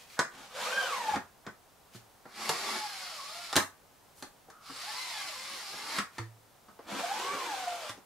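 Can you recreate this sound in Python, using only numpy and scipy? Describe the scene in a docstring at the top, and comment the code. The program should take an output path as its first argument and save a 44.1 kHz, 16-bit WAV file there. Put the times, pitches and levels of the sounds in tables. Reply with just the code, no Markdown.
"""Pleated shade in a camper

Close up in a small panelled camper, on a stereo microphone: a day-and-night shade is slid by hand,
twice up and twice down. Its taut braided cords whine through the rails at a pitch that follows the
hand's speed, while cords and pleats rasp. The rails clack at the ends of travel; a released cord twangs."""
import sys
import numpy as np
from scipy import signal
from scipy.fft import rfft, irfft, next_fast_len
from scipy.io import wavfile
from scipy.ndimage import map_coordinates

SR = 44100
rng = np.random.default_rng(int(sys.argv[2]) if len(sys.argv) > 2 else 0)


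def wav_out(sig):
    """Save sig, one row per channel (or a flat mono array), as 16-bit PCM at SR to the path in sys.argv[1]."""
    wavfile.write(sys.argv[1], SR, np.round(np.clip(np.atleast_2d(sig).T, -1, 1) * 32767).astype(np.int16))


N = 355005
TIME = np.arange(N) / SR


def amp(db):
    """Decibels to gain."""
    return 10 ** (np.asarray(db) / 20)


def unit(x):
    """Scale to rms 1."""
    return x / np.sqrt(np.mean(x ** 2) + 1e-20)


def along(points, hz):
    """Read (Hz, value) points at hz, on a log axis."""
    freqs, values = np.transpose(points)
    return np.interp(np.log(hz + 1), np.log(freqs + 1), values)


def curve(points):
    """Join (seconds, value) points into one value per sample."""
    return np.interp(TIME, *np.transpose(points))


def bell(x, centre, width):
    """A smooth bump of height 1."""
    return np.exp(-np.minimum(((x - centre) / width) ** 2, 50))


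def peaks(resonances, hz):
    """The lift in dB that a set of resonances gives at hz."""
    return sum(db * bell(hz, centre, width) for centre, width, db in resonances)


def swell(start, stop, rise, release=0.029):
    """Gain that climbs 20 dB per rise time up to start, holds until stop, then falls 20 dB per release."""
    return amp(-20 * (np.maximum(start - TIME, 0) / rise + np.maximum(TIME - stop, 0) / release))


def wobble(rate):
    """A smooth random curve, rate knots a second."""
    return map_coordinates(rng.standard_normal(int(N * rate / SR) + 4), [TIME * rate], order=2)


def filtered(x, response):
    """Shape x by a gain that depends on frequency."""
    n = x.shape[-1]
    size = next_fast_len(n + 8192)
    return irfft(rfft(x, size) * response(np.fft.rfftfreq(size, 1 / SR)), size)[..., :n]


def band(x, lo_hz, hi_hz, order=2):
    """Causal band-pass."""
    sos = signal.butter(order, [lo_hz, min(hi_hz, SR / 2 - 1)], "band", fs=SR, output="sos")
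    return signal.sosfilt(sos, x)


# Room tone of the still cabin. Each row: frequency in Hz, relative density in dB.
ROOM_TONE = [(12, -29), (20, -3.5), (49, -7.5), (70, -4), (107, -3), (354, -7), (442, -5), (494, -5.5),
             (772, -3.5), (1730, -12), (2110, -14.5), (4350, -16.5), (15700, -20.5)]
def air(level_db=-62.0, side_db=-5):
    """The steady hush of the cabin, all around the microphone."""
    mid, side = unit(filtered(rng.standard_normal((2, N)), lambda hz: amp(along(ROOM_TONE, hz))))
    side = amp(side_db) * side
    drift_db = 0.6 * wobble(6)
    return amp(level_db + drift_db) * np.array([mid + side, mid - side])


# Decay of the cabin's reflections. Each row: frequency in Hz, t60 in seconds.
CABIN_DECAY = [(100, 0.2), (300, .18), (900, 0.24), (1600, 0.26), (3000, 0.2), (12000, 0.24)]
# Their stereo width. Each row: frequency in Hz, side minus mid in dB.
CABIN_WIDTH = [(100, -2), (500, -5), (1000, -8), (2000, -2.5), (5000, 0.5), (12000, 1.5)]
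def cabin(x, wet_db, build_s=0.0004, hop=4096):
    """Direct sound plus the quick, dense answer of nearby panels, which shifts as rail and arm move."""
    count = N // hop + 2
    padded = np.pad(x, (hop, count * hop - N))
    pieces = padded[np.arange(count)[:, None] * hop + np.arange(2 * hop)] * np.sqrt(np.hanning(2 * hop))
    # Each overlapping piece gets its own tail of decaying noise.
    hz, t, spectra = signal.stft(rng.standard_normal((2, count, 3 * hop)), SR, nperseg=256)
    spectra = spectra * amp(-60 * t / along(CABIN_DECAY, hz)[:, None]) * (1 - np.exp(-t / build_s))
    spectra[1] *= amp(along(CABIN_WIDTH, hz))[:, None]
    mid, side = signal.istft(spectra, SR, nperseg=256)[1]
    tails = np.array([mid + side, mid - side]) / np.linalg.norm(mid, axis=1)[:, None]
    wet = np.zeros((2, (count + 5) * hop))
    for k, echo in enumerate(signal.fftconvolve(pieces[None], tails, axes=2).swapaxes(0, 1)):
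        wet[:, k * hop:][:, :echo.shape[1]] += echo
    return (x + amp(wet_db) * wet[:, hop:hop + N]) / np.hypot(1, amp(wet_db))


# Fingers on the pleats. Each row: middle and half length in seconds, level in dB, centre in Hz.
FINGER_BRUSHES = [(.01, 0.03, -53.5, 2460), (0.133, 0.061, -53.5, 2430), (1.955, 0.027, -54.5, 3150),
                  (4.193, 0.033, -58, 6450), (6.173, 0.067, -59, 2200)]
def brushes(grain_db=2.0):
    """The pleats crinkle softly as the hand takes hold."""
    crinkle = rng.standard_normal(N) * amp(grain_db * wobble(500))
    return sum(amp(db) * bell(TIME, s, half) * unit(band(crinkle, hz / 2, hz * 2, order=1))
               for s, half, db, hz in FINGER_BRUSHES)


# The hand takes up the slack. Each row: start and stop in seconds, level in dB.
CORD_CREEPS = [(2.28, 2.42, -62), (4.512, 4.876, -60.5)]
def creeps(lo_hz=1130, hi_hz=1370, rise_s=0.022, uneven_db=4.5):
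    """Slow slips of the cord ring one narrow resonance of the rail."""
    slips = unit(band(rng.standard_normal(N), lo_hz, hi_hz)) * amp(uneven_db * wobble(30))
    return slips * sum(amp(db) * swell(start, stop, rise_s) for start, stop, db in CORD_CREEPS)


# A cord let go. Each row: start in seconds, level in dB, pitch in Hz, t60 in seconds.
CORD_TWANGS = [(1.13, -47, 90.7, 0.33), (1.951, -46.5, 116, 0.26), (3.566, -43, 94, 0.36),
               (6.196, -34, 111.6, 0.43), (7.896, -48, 108, 0.18)]
def twangs(third_db=-7, attack_s=0.0036):
    """A taut cord swings in its first and third modes; the upper one dies sooner."""
    track, t = np.zeros(N), np.arange(SR) / SR
    for s, db, hz, t60 in CORD_TWANGS:
        fade, phase = amp(-60 * t / t60), 2 * np.pi * hz * t
        swing = fade * np.sin(phase) + amp(third_db) * fade ** 2 * np.sin(3 * phase)
        add(track, s, amp(db) * swing * (1 - np.exp(-t / attack_s)))
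    return track


def add(track, s, sound):
    """Mix a sound into a track from s seconds on."""
    part = track[round(s * SR):][:len(sound)]
    part += sound[:len(part)]


# The night shade's slacker second cord. Each row: start and stop in seconds, level in dB,
# note in Hz when the whine is at 1 kHz, power of hand speed that the note follows.
CORD_HUMS = [(0.557, 0.58, -48, 539, .1), (.7, .92, -44.5, 470, .25), (6.92, 6.99, -46, 298.5, .1),
             (7.17, 7.501, -49.5, 365, .85)]
def hum(rise_s=0.035, waver_rad=0.96, flutter_db=4.0):
    """The slack cord catches unevenly, so its one low note wavers."""
    speed = curve(np.vstack(HAND_SPEEDS)) / 1000
    waver = waver_rad * wobble(90)
    notes = np.zeros(N)
    for start, stop, db, hz, power in CORD_HUMS:
        phase = 2 * np.pi * np.cumsum(hz * speed ** power) / SR
        notes += amp(db) * swell(start, stop, rise_s) * np.sin(phase + waver)
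    return notes * amp(flutter_db * wobble(70))


# Modes of the wall panel. Each row: frequency in Hz, relative level in dB.
PANEL_MODES = [(206, -2.5), (273, 0.5), (350, -5), (465, 2)]
def wall_bumps(t60=0.08, attack_s=0.0028, db_per_octave=24):
    """Each rail contact swings the wall panel, most in the modes near the note of the struck spot."""
    track, t = np.zeros(N), np.arange(SR // 2) / SR
    for s, level, thud_trim, _, _, note in RAIL_CONTACTS:
        swings = sum(amp(db - db_per_octave * abs(np.log2(hz / note))) * np.sin(2 * np.pi * hz * t)
                     for hz, db in PANEL_MODES)
        add(track, s, amp(level + thud_trim - 60 * t / t60) * swings * (1 - np.exp(-t / attack_s)))
    return track


# Modes of a struck rail. Each row: frequency in Hz, relative level in dB, t60 in seconds.
RAIL_RING = [(980, -4, 0.26), (1163, -0.5, 0.26), (1346, -28, 0.076), (1420, -8, 0.12), (1590, -4, 0.2),
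             (1780, -7, 0.26), (1860, -5.5, 0.28), (2030, -8, 0.26), (2160, -8, 0.15), (2430, -12.5, 0.32)]
# Knocks of the rails. Each row: start in seconds, level in dB, thud trim and snap trim in dB,
# centre of the clack in Hz, wall note that this spot favours in Hz.
RAIL_CONTACTS = [(0.1906,-13,-11,-3,1040,397), (1.157,-23,-2,-7.5,1150,218), (1.465,-30,1,-7.5,1130,150),
                 (1.948,-48.5,8.5,-1,1900,189), (2.254,-38,-4,-14,950,310), (2.492,-19,-9,2.5,800,464),
                 (3.528,-22.5,-16,-1.5,920,404), (3.556,-18,-2.5,1,1040,302), (3.5642,-16,-2.5,7,940,290),
                 (3.57,-14,-3.5,-9,1330,320), (4.224,-33.5,-2.5,2,1210,290), (4.482,-44,-1.5,-29,524,455),
                 (4.5,-44,-14,0,1350,400), (4.698,-38.5,1,-21,1202,288), (5.734,-37.5,-5,-15,460,339.4),
                 (5.985,-19.5,-6.5,-2,1835,196), (6.182,-27,-3.5,-3.5,1390,333),
                 (6.684,-44.5,0.5,-10,860,200), (6.79,-38.5,-4,-14,600,460), (7.335,-35,-0.5,-9,1140,280.2),
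                 (7.894,-32,-10,1,1150,300), (7.974,-44,-6,-5,500,250.4)]
def clacks(thud_t60=0.1, clack_t60=0.075, snap_t60=0.031, spread=1.7,
           thud_db=-10, clack_db=-4.5, snap_db=-4, ring_db=-26, graze_db=-28):
    """Each contact scuffs, thuds in the wall, rings the rail and snaps on its plastic end caps."""
    track, t = np.zeros(N), np.arange(SR // 2) / SR
    for s, level, thud_trim, snap_trim, centre, _ in RAIL_CONTACTS:
        # A harder snap reaches higher into the treble and sets in faster.
        top_hz = 11000 * amp(0.4 * snap_trim)
        attack_s = 0.00045 * amp(-0.7 * snap_trim)
        wall, rail, caps = rng.standard_normal((3, len(t)))
        wall = unit(band(wall, 96, 470, order=3))
        rail = unit(band(band(rail, centre / spread, centre * spread), 315, 1980, order=3))
        caps = unit(band(band(caps, 2500, 6450, order=1), 2250, top_hz))
        ring = sum(amp(db + rng.normal(0, 0.83) - 60 * t / t60)
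                   * np.sin(2 * np.pi * (hz * t + rng.random())) for hz, db, t60 in RAIL_RING)
        thud = amp(thud_db + thud_trim - 60 * t / thud_t60) * wall
        clack = amp(clack_db - 60 * t / clack_t60) * rail + amp(ring_db) * ring
        snap = amp(snap_db + snap_trim - 60 * t / snap_t60) * caps
        add(track, s, amp(level) * (thud + clack + snap) * (1 - np.exp(-t / attack_s)))
        # The parts graze each other just before they meet.
        add(track, s - 0.03, amp(level + graze_db) * rail * bell(t, 0.021, 0.01))
    return track


# Colour of each fabric's friction. Each row: frequency in Hz, relative density in dB.
NIGHT_FRICTION = [(47, -64), (80, -15), (241, -20.5), (276, -12.5), (438, -9), (500, -3), (652, -7.5),
                  (778, -3.5), (1410, -7.5), (1580, -5.5), (1930, -13), (2400, -10), (7090, -20),
                  (12600, -30), (15700, -35)]
DAY_FRICTION = [(47, -55), (80, -18), (133, -36), (202, -23), (241, -26.5), (500, -12), (869, -1.5),
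                (950, -4.5), (1110, -0.5), (1610, -5.5), (2100, -5), (2900, -11), (4870, -14.5),
                (10500, -23), (15700, -33)]
# Resonances of each hollow rail. Each row: centre and width in Hz, lift in dB.
NIGHT_RAIL_PEAKS = [(214, 28, 10.5), (490, 16, 2.5), (840, 94, 0.5), (1540, 190, -1), (2400, 160, 2)]
DAY_RAIL_PEAKS = [(216, 6.9, 8), (830, 25.6, 2.6), (1154, 62, 3.8), (2140, 290, 3.1), (4500, 610, 5),
                  (5390, 330, 3.6), (7200, 210, 2.8), (10500, 1100, 1.5)]
SHADES = {"night": (NIGHT_FRICTION, NIGHT_RAIL_PEAKS), "day": (DAY_FRICTION, DAY_RAIL_PEAKS)}
def rub(colour, rail, grain_db=2.0):
    """Tiny, uneven slips of cord and pleats sound through the rail's resonances."""
    slips = rng.standard_normal(N) * amp(grain_db * wobble(900) + 0.58 * wobble(45))
    body = filtered(slips, lambda hz: amp(along(colour, hz) + peaks(rail, hz)))
    rumble = unit(band(body, 130, 383, order=4))
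    rasp = unit(band(body, 453, 2584, order=5))
    hiss = unit(band(body, 2662, 14700, order=5))
    return np.array([rumble, rasp, hiss])


# A rail on the wall or window frame. Each row: shade, start and stop of full contact in seconds,
# rise time in seconds, levels of rumble, rasp and hiss in dB.
RAIL_DRAGS = [("night", .34, 0.45, 0.057, -62, -55, -57), ("night", 0.6, .68, 0.14, -59, -42, -44),
              ("night", 1.115, 1.165, 0.15, -49, -42, -51), ("day", 2.411, 2.79, 0.1, -50.5, -41.5, -41.5),
              ("day", 5.5, 5.56, 0.068, -63, -56, -50), ("day", 5.76, 5.98, 0.093, -64, -53, -56),
              ("day", 5.963, 5.98, 0.14, -53, -41, -39.5), ("night", 6.91, 7.0, 0.072, -47.5, -42.5, -51),
              ("night", 7.2, 7.36, 0.24, -60.5, -54, -70), ("night", 7.98, 8.0, 0.12, -61.5, -63, -82)]
def drags():
    """A rail touching the wall adds a coarser, deeper scrape."""
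    textures = {shade: rub(*body) for shade, body in SHADES.items()}
    return sum(swell(start, stop, rise) * (amp(levels) @ textures[shade])
               for shade, start, stop, rise, *levels in RAIL_DRAGS)


# One harmonic of the whine briefly swells and sings out. Each row: middle and half length in seconds,
# lift in dB, rough frequency of that harmonic in Hz.
WHINE_FLARES = [(0.777, 0.013, 14.5, 1610), (0.821, 0.0049, 10.5, 1590), (1.089, 0.016, 9.5, 870),
                (1.141, 0.0046, 17, 830), (2.687, 0.016, 12, 900), (2.756, 0.016, 12, 890),
                (2.845, 0.035, 10.5, 840), (3.218, 0.084, 6, 1080), (4.887, 0.016, 12.5, 820),
                (5.0, .05, 6.5, 2080), (5.035, .07, 18.5, 4150), (5.178, 0.049, 15, 3400),
                (5.531, 0.031, 2.5, 1110), (7.045, 0.014, 12, 710), (7.118, 0.032, 7, 810),
                (7.29, 0.019, 7.5, 1130), (7.321, 0.038, 7.5, 2320), (7.548, 0.03, 10, 800),
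                (7.699, 0.024, 8.5, 710)]
# Fixed narrow resonances that the whine sweeps across. Each row: centre and width in Hz, lift in dB.
WHINE_RESONANCES = [(500, 15, 9), (718, 6, 5), (845, 13, 2.5), (1110, 23, 3), (1650, 22, 2),
                    (2080, 20, 4.5)]
def whine(hz, colour, second_db, step_db, smear, jitter=0.01506, flutter_db=3.5):
    """Braid ribs tick through the rail at hz; the shade and fixed resonances colour each harmonic."""
    phase = 2 * np.pi * np.cumsum(hz * (1 + jitter * wobble(260))) / SR
    tone = np.zeros(N)
    for k in range(1, 5):
        flare = sum(db * bell(TIME, s, half) for s, half, db, partial in WHINE_FLARES
                    if round(partial / hz[round(s * SR)]) == k)
        level = along(colour, k * hz) + peaks(WHINE_RESONANCES, k * hz) + flare
        blur = 0
        if k > 1:
            level += second_db + step_db * (k - 2)
            blur = smear * k / 2 * wobble(200)  # uneven ribs smear the overtones into a rasp
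        tone += amp(level + flutter_db * wobble(100)) * np.sin(k * phase + blur)
    return np.sqrt(2) * tone


# Hand speed, one list a stroke. Each row: time in seconds, tick rate of the braid in Hz.
HAND_SPEEDS = [
    [(.55, 490), (.624, 965), (.732, 1540), (.78, 1614), (.86, 1518), (.932, 1105), (1.03, 900),
     (1.18, 820)],
    [(2.4, 230), (2.55, 584), (2.69, 898), (2.85, 845), (3.07, 715), (3.22, 534.4), (3.384, 709),
     (3.52, 659)],
    [(4.72, 380), (4.888, 835.5), (4.97, 1022), (5.04, 1045), (5.134, 889), (5.242, 776), (5.36, 507.3),
     (5.54, 559.5), (5.66, 386.6), (5.96, 464)],
    [(6.95, 270.3), (7.036, 701), (7.13, 816.7), (7.25, 1079), (7.336, 1173), (7.45, 986), (7.544, 782.5),
     (7.64, 723.6), (7.78, 688.6), (7.9, 578)],
]
# Up, up, down, down, close to the microphone. Each row: shade, start, stop and pressure build time
# in seconds, rasp and hiss gains in dB, easing of the friction in dB per second, whine gain in dB,
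# second harmonic's trim in dB, step per further harmonic in dB, smear of the overtones in radians.
SHADE_STROKES = [("night", 0.532, 1.147, 0.048, -39, -41, -7.5, -35.5, -3.5, -6.5, 0.76),
                 ("day", 2.33, 3.54, 0.063, -47, -43, -2.4, -49.5, -1.5, -9, 0.67),
                 ("day", 4.602, 5.98, 0.19, -44.5, -40, -3, -47.5, -0.61, 0, .42),
                 ("night", 6.865, 7.905, 0.03, -39.5, -41.5, -4, -38.5, -5.5, -6, 0.66)]
def slides(rasp_db_per_octave=3.5, hiss_db_per_octave=1.7, whine_db_per_octave=5.5,
           rumble_db=-21.5, slack_s=0.012):
    """The hand slides a shade: faster is higher and louder, and pressure builds, then eases."""
    textures = {shade: rub(*body) for shade, body in SHADES.items()}
    cords, friction = np.zeros((2, N))
    for speed, stroke in zip(HAND_SPEEDS, SHADE_STROKES):
        shade, start, stop, build, rasp_db, hiss_db, easing, whine_db, *overtones = stroke
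        hz = curve(speed)
        octaves = np.log2(hz / 1000)
        age = np.maximum(TIME - start, 0)
        pressure = (1 - np.exp(-age / build)) * swell(start, stop, build)
        rumble, rasp, hiss = textures[shade]
        rubbing = amp(rasp_db + rasp_db_per_octave * octaves) * (rasp + amp(rumble_db) * rumble)
        rubbing += amp(hiss_db + hiss_db_per_octave * octaves) * hiss
        friction += pressure * amp(easing * age) * rubbing
        taut = swell(start, stop - slack_s, build)  # the cord goes slack just before the rail stops
        tone = whine(hz, SHADES[shade][0], *overtones)
        cords += pressure * taut * amp(whine_db + whine_db_per_octave * octaves) * tone
    return cords, friction


def scene():
    """Both shades and their knocks, centred in front of the microphone, with the cabin around them."""
    cords, friction = slides()
    bass = twangs() * amp([[-2], [1]])  # the long waves reach the right microphone a little stronger
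    tones = cabin(cords + hum() + creeps() + wall_bumps(), wet_db=-5)
    scrapes = cabin(friction + drags() + brushes(), wet_db=-1.5)
    knocks = cabin(clacks(), wet_db=-2.5)
    return bass + tones + scrapes + knocks + air()


def record(dry):
    """The camera keeps nothing above its band limit."""
    return filtered(dry, lambda hz: hz < 15750)


dry = scene()
out = record(dry)
wav_out(out)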